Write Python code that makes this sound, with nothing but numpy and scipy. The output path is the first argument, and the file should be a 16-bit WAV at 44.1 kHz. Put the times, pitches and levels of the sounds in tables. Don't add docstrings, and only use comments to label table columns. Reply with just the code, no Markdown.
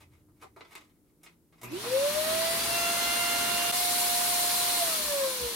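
import sys
import numpy as np
from scipy import signal
from scipy.io import wavfile

SR = 44100
rng = np.random.default_rng(int(sys.argv[2]) if len(sys.argv) > 2 else 0)


def store_pcm(level_fs):
    pcm = np.round(np.clip(level_fs, -1, 1) * 32767).astype(np.int16)
    wavfile.write(sys.argv[1], SR, np.atleast_2d(pcm).T)


N = 245002
TIME = np.arange(N) / SR
POWER_ON_S, NOZZLE_FREE_S, POWER_OFF_S = 1.625, 3.72, 4.78
WORKING_HZ = 699


def from_db(db):
    return 10 ** (np.asarray(db) / 20)


def rms_one(x):
    return x / np.sqrt(np.mean(x ** 2) + 1e-20)


def at_hz(points, hz):
    frequencies, values = np.array(points).T
    return np.interp(np.log(hz), np.log(frequencies), values)


def after(s, ramp):
    return .5 + .5 * np.tanh((TIME - s) / ramp)


def swell(s, spread):
    return np.exp(-((TIME - s) / spread) ** 2)


def panned(db):
    gains = from_db(np.array([[.5], [-.5]]) * db)
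    return gains / np.sqrt(np.mean(gains ** 2, axis=0))


def drift(rate):
    step, warm_up = 40, 2000
    r = np.exp(-2 * np.pi * rate * step / SR)
    noise = rng.standard_normal(N // step + warm_up + 2)
    slow = signal.lfilter([1], [1, -2 * r, r * r], noise)[warm_up:]
    return np.interp(np.arange(N) / step, np.arange(len(slow)), rms_one(slow))


def resonate(x, hz, width):
    r = np.exp(-np.pi * width / SR)
    feedback = [1, -2 * r * np.cos(2 * np.pi * hz / SR), r * r]
    return signal.lfilter(np.array([1, 0, -1]) * (1 - r * r) / 2, feedback, x + 1e-18)


def keep_side(x, hz, side):
    return signal.sosfilt(signal.butter(2, hz, side, fs=SR, output="sos"), x + 1e-18)


def wavering_tone(turns, waver, rate):
    echo = np.array([1 + waver * (drift(rate) + 1j * drift(rate)) for ear in range(2)])
    return rms_one(np.real(echo * np.exp(2j * np.pi * turns)))


def strike(s, rise_s, fade_s):
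    age = np.maximum(TIME - s, 0)
    fade = from_db(-60 * np.maximum(age - rise_s, 0) / fade_s)
    return rng.standard_normal(N) * np.minimum(age / rise_s, 1) * fade


def room_echo(x, fade_s, echo_db):
    t = TIME[:SR // 2]
    tail = keep_side(rng.standard_normal((2, len(t))), 7700, "low")
    tail *= from_db(-60 * t / fade_s) * (t > .003)
    tail /= np.sqrt(np.sum(tail ** 2, axis=1, keepdims=True))
    return x + from_db(echo_db) * signal.fftconvolve(np.atleast_2d(x), tail, axes=1)[:, :N]


def wall_echoes(x, longest_s, echo_db, count=12):
    lags = rng.uniform(.0006, longest_s, (2, count))
    signs = rng.choice([-1, 1], (2, count))
    echoes = [sum(sign * np.roll(x[ear], int(lag * SR)) for lag, sign in zip(lags[ear], signs[ear]))
              for ear in range(2)]
    return x + from_db(echo_db) * np.array(echoes) / np.sqrt(count)


# f/Hz, likeness (1 or more means the same)
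EAR_LIKENESS = [(60, 0.5), (150, 0.6), (300, 1.05), (600, .5), (1200, 0.29), (3000, 0.1), (15000, 0.13)]
# f/Hz, left minus right/dB
EAR_BALANCE = [(60, 1.3), (150, 2.6), (400, -.5), (1100, -1), (2400, .8), (4400, -.8), (8500, 4.2),
               (12000, .8)]
def noise_bands():
    edges = 28 * 2 ** (np.arange(29) / 3)
    white = rng.standard_normal((2, 2, N))
    for k, (low, high) in enumerate(zip(edges, edges[1:])):
        band_filter = signal.butter(3, [low, high], "band", fs=SR, output="sos")
        shared, opposed = signal.sosfilt(band_filter, white[k % 2])
        hz = np.sqrt(low * high)
        alike = np.clip(at_hz(EAR_LIKENESS, hz), -1, 1)
        band = np.sqrt(1 + alike) * shared + np.sqrt(1 - alike) * opposed * [[1], [-1]]
        yield hz, band * panned(at_hz(EAR_BALANCE, hz))


# f/Hz, relative level/dB
ROOM_COLOUR = [(30, 1), (60, -5), (110, -7), (330, -4.5), (600, -19.5), (1800, -30), (3100, -34),
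               (6500, -31.5), (11300, -26.5), (15500, -30)]
# f/Hz, width/Hz, level/dB, loudest at t/s, spread/s
ROOM_DRONES = [(87.4, 52, -62.5, 0.045, 0.72), (163, 7.8, -72, 1.37, 0.53), (303.3, 23, -70.5, 0.45, 1.5)]
def room_tone():
    out = from_db(-66) * rms_one(sum(from_db(at_hz(ROOM_COLOUR, hz)) * band for hz, band in noise_bands()))
    for hz, width, level_db, s, spread in ROOM_DRONES:
        noise = rng.standard_normal(N + SR)
        drone = resonate(resonate(noise, hz, width), hz, width)[SR:]
        out += from_db(level_db) * swell(s, spread) * rms_one(drone)
    return out


# t/s, level/dB, f/Hz, length/s
FLOOR_BUMPS = [(2.703, -56, 60, 0.029), (5.07, -61, 58, .03), (5.412, -53.5, 202, .011),
               (5.436, -53, 125, .014), (5.447, -41.5, 65.6, .026)]
def floor_bumps():
    out = 0
    for s, level_db, hz, length in FLOOR_BUMPS:
        age = np.clip((TIME - s) / length, -6, 6)
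        turns = hz * length * (age - .053 * age ** 2)
        out += from_db(level_db) * np.exp(-age ** 2 / 2) * wavering_tone(turns, waver=.04, rate=49)
    return out


# t/s, hollow/dB, clack/dB, crack/dB, fade/s
PLASTIC_KNOCKS = [(0.285, -69.5, -96, -87, 0.076), (0.421, -53.5, -54, -50, 0.11),
                  (0.429, -51, -64, -52, 0.077), (0.561, -53, -61, -57, 0.14),
                  (0.606, -51.5, -48, -67, 0.037), (0.647, -59.5, -55.5, -81, 0.055),
                  (0.751, -50, -43, -38, 0.042), (0.808, -65, -59, -56, 0.058),
                  (1.231, -64.5, -60, -44.5, 0.14), (1.26, -63, -53, -75, 0.073),
                  (1.523, -70, -68, -67, 0.14), (1.613, -55, -52.5, -42, 0.08),
                  (1.63, -47, -49, -36.5, 0.14), (1.837, -42, -44, -60, 0.063)]
# t/s, relative level/dB, spread/s
WAND_SLIDES = [(0.01, -57.5, 0.022), (0.13, -69, 0.066), (0.385, -72, 0.027), (0.418, -57, 0.0047),
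               (0.47, -73, .05), (0.6, -59, 0.02), (0.725, -54.5, 0.046), (0.81, -64, 0.1),
               (1.08, -74, 0.024), (1.28, -67, 0.054), (1.6, -68, 0.045)]
# f/Hz, width/Hz, gain/dB
WAND_RINGS = [(405, 147, 2), (824, 280, 4), (1180, 230, 5), (2176, 430, 1), (3930, 830, -3),
              (4600, 1600, -8)]
def wand_handling():
    hollow, clack, crack = np.zeros((3, N))
    for s, hollow_db, clack_db, crack_db, fade_s in PLASTIC_KNOCKS:
        rattle = strike(s, rise_s=.0021, fade_s=fade_s)
        hollow += from_db(hollow_db + 13.5) * rattle
        clack += from_db(clack_db + 11.5) * rattle
        crack += from_db(crack_db - 2.5) * rattle
    strokes = sum(from_db(level_db) * swell(s, spread) for s, level_db, spread in WAND_SLIDES)
    scrape = strokes * from_db(4.3 * drift(44)) * rng.standard_normal(N)
    hollow += from_db(.5) * scrape
    clack += from_db(3) * scrape
    crack += from_db(-5) * scrape
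    ring = sum((-1) ** k * from_db(db) * resonate(hollow if hz < 1800 else clack, hz, width)
               for k, (hz, width, db) in enumerate(WAND_RINGS))
    crack = keep_side(keep_side(crack, 8800, "high"), 12000, "low")
    return room_echo(ring + crack, fade_s=.14, echo_db=-1)


# t/s, relative level/dB, f/Hz, width/Hz,
# fade/s
SWITCH_AND_BRUSH_RINGS = [(1.633, -52, 12300, 700, 0.17), (1.644, -52, 2570, 300, 0.097),
                          (1.717, -56, 11380, 400, 0.11)]
def switch_and_brush_rings():
    out = 0
    for s, level_db, hz, width, fade_s in SWITCH_AND_BRUSH_RINGS:
        rub = strike(s, rise_s=.0018, fade_s=fade_s)
        band_gain = np.sqrt(SR / width)
        out += from_db(level_db) * band_gain * resonate(resonate(rub, hz, width), hz, width)
    return room_echo(out, fade_s=.25, echo_db=4)


# f/Hz, relative level/dB
HUM_TONES = [(60, -76), (120, -51.5), (240, -55.5), (360, -52.5), (480, -70)]
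def mains_hum(free):
    powered = after(POWER_ON_S + .01, .022) - after(POWER_OFF_S, .02)
    surge = 1 - after(1.75, .03)
    hum = sum(from_db(db) * wavering_tone(hz * TIME, waver=.5, rate=6) for hz, db in HUM_TONES)
    return powered * from_db(6 * surge - 7 * free - 3.5) * hum * panned(2)


def motor_speed(free):
    kick_share, kick_s, climb_s = .385, .074, .345
    running = np.maximum(TIME - POWER_ON_S, .005)
    shortfall = kick_share * np.exp(-running / kick_s) + (1 - kick_share) * np.exp(-running / climb_s)
    jump_hz, settled_hz, settle_s = 14.5, 6, .42
    settling = np.exp(-np.maximum(TIME - NOZZLE_FREE_S, 0) / settle_s)
    hz = WORKING_HZ * (1 - shortfall) + free * (settled_hz + (jump_hz - settled_hz) * settling)
    coast_s, coast_power = 2.434, 1.561
    return hz / (1 + np.maximum(TIME - POWER_OFF_S, 0) / coast_s) ** coast_power


def driven_db(speed, free, floor_db, free_db, steepness):
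    return (1 - free) * floor_db + free * free_db + steepness * 20 * np.log10(speed / WORKING_HZ)


# f/Hz, relative level/dB
FLOOR_AIR_COLOUR = [(35, -17), (60, 0), (90, -19), (200, -2), (400, -3.5), (750, -2), (1050, -1.5),
                    (1700, 1.5), (3000, 0.5), (4100, 0), (5500, -1), (7800, -2.5), (10000, 0), (15500, -7)]
FREE_AIR_COLOUR = [(35, -18), (60, -1), (90, -15), (200, -1.5), (400, -1.5), (750, -3), (1050, 0),
                   (1700, -0.5), (3000, 1), (4100, 1), (5500, 0.5), (7800, -3), (10000, -1), (15500, -8)]
# f/Hz, width/Hz, gain/dB
CASING_RINGS = [(1019, 88, 1.5), (3550, 160, -13.5), (4130, 590, -5), (8920, 330, -1.5), (9600, 300, -20),
                (10350, 460, -10.5), (12300, 960, -5.5)]
def rushing_air(speed, free):
    flow = np.interp(TIME - .04, TIME, speed)
    shudder_db = 9 * np.exp(-np.maximum(TIME - POWER_ON_S, 0) / .06)
    roar_db = driven_db(speed, free, floor_db=2.7, free_db=-1.1, steepness=1) + shudder_db
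    rush_db = driven_db(flow, free, floor_db=.46, free_db=-.23, steepness=1.7)
    hiss_db = driven_db(flow, free, floor_db=-.24, free_db=3.57, steepness=2.4)
    air = 0
    for hz, band in noise_bands():
        roar_share = at_hz([(300, 1), (1800, 0)], hz)
        hiss_share = at_hz([(4500, 0), (10000, 1)], hz)
        flow_db = roar_share * roar_db + hiss_share * hiss_db + (1 - roar_share - hiss_share) * rush_db
        colour_db = (1 - free) * at_hz(FLOOR_AIR_COLOUR, hz) + free * at_hz(FREE_AIR_COLOUR, hz)
        air += band * from_db(flow_db + colour_db + .71 * drift(14))
    air += sum(from_db(db) * resonate(air, hz, width) for hz, width, db in CASING_RINGS)
    pipe_db = -10.5 + 2 * drift(19) + 10 * swell(5.04, .028)
    air += free * from_db(pipe_db) * resonate(air, hz=4150, width=310)
    treble = keep_side(air, 2300, "high")
    air += wall_echoes(treble, longest_s=.008, echo_db=-8) - treble
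    return from_db(-31.5) * after(POWER_ON_S + .005, .012) * air


# f/Hz, half width/Hz, level/dB, left minus right/dB
ROOM_BOOSTS = [(346, 52, -33.5, -1), (482.6, 14.7, -36, 1), (533.2, 23.6, -23.5, 4),
               (571.7, 21.7, -24.5, -2.5), (615, 11, -27.5, 8), (637.6, 10.3, -29.5, -1),
               (654.3, 15.5, -29.5, -5), (685, 6.3, -34.5, -1.5), (709.6, 31, -34, -39)]
# t/s, change/dB, spread/s
RUN_DOWN_WAVERS = [(4.831, 11, 0.043), (5.0, -12.5, 0.19), (5.32, -11.5, 0.054)]
def whine_gain(speed):
    power = from_db(-51) ** 2
    for hz, half_width, level_db, pan_db in ROOM_BOOSTS:
        closeness = np.exp(-((speed - hz) / half_width) ** 2)
        power += (from_db(level_db) * panned(pan_db) * closeness) ** 2
    waver_db = sum(change_db * swell(s, spread) for s, change_db, spread in RUN_DOWN_WAVERS)
    return np.sqrt(power) * from_db(waver_db)


# multiple of speed, on floor/dB, free/dB, steepness
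WHINE_OVERTONES = [(2, -40.5, -56, 8.1), (3, -45, -50, 12), (4, -42, -67, 23)]
# multiple of speed, level/dB, loudest at t/s, spread/s
FAN_SWELLS = [(2, -43, 5.23, 0.1), (3, -47.5, 5.2, 0.17), (2, -41.5, 4.96, 0.067), (3, -48, 2.48, 0.18),
              (3, -39.5, 3.15, 0.17), (4, -36, 2.816, 0.083), (4, -42.5, 3.25, 0.1), (5, -45, 3.2, 0.93),
              (6, -45.5, 3.03, 0.65), (7, -43.5, 2.54, 0.49), (7, -49.5, 4.5, 1), (9, -46, 3.1, 0.55)]
# multiple of speed, level/dB, loudest at t/s
START_SQUEALS = [(7.9, -53, 1.75), (22.2, -57, 1.75), (35.5, -60, 1.785)]
def motor_whine(speed, free):
    turns = np.cumsum(speed * (1 + .00038 * drift(21))) / SR
    ear_lead = np.array([[0], [1 / 8]])
    out = whine_gain(speed) * wavering_tone(turns + ear_lead, waver=.13, rate=6.7)
    for multiple, floor_db, free_db, steepness in WHINE_OVERTONES:
        gain = from_db(driven_db(speed, free, floor_db, free_db, steepness)) * panned(-7.1)
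        out += gain * wavering_tone(multiple * turns + ear_lead, waver=.5, rate=2.5)
    for multiple, level_db, s, spread in FAN_SWELLS:
        fan = wavering_tone(multiple * turns, waver=.99, rate=9.7)
        out += from_db(level_db) * swell(s, spread) * fan
    bearing_whistle = wavering_tone(4.4 * turns, waver=.73, rate=7.5)
    out += after(2.9, .2) * from_db(-50 - 10 * free) * bearing_whistle
    for multiple, level_db, s in START_SQUEALS:
        squeal = wavering_tone(multiple * turns, waver=5.1, rate=11 * multiple)
        out += from_db(level_db) * swell(s, .18) * squeal
    return after(1.69, .023) * out


def scene():
    free = after(NOZZLE_FREE_S, .0037)
    speed = motor_speed(free)
    cleaner = motor_whine(speed, free) + mains_hum(free) + rushing_air(speed, free)
    dip = 1 - .85 * after(3.7155, .0005) * (1 - after(3.725, .006))
    return dip * cleaner + switch_and_brush_rings() + wand_handling() + floor_bumps() + room_tone()


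def record(dry):
    treble_cut = signal.ellip(12, .1, 80, 15850, fs=SR, output="sos")
    return signal.sosfilt(treble_cut, keep_side(dry, 42, "high"))


dry = scene()
out = record(dry)
store_pcm(out)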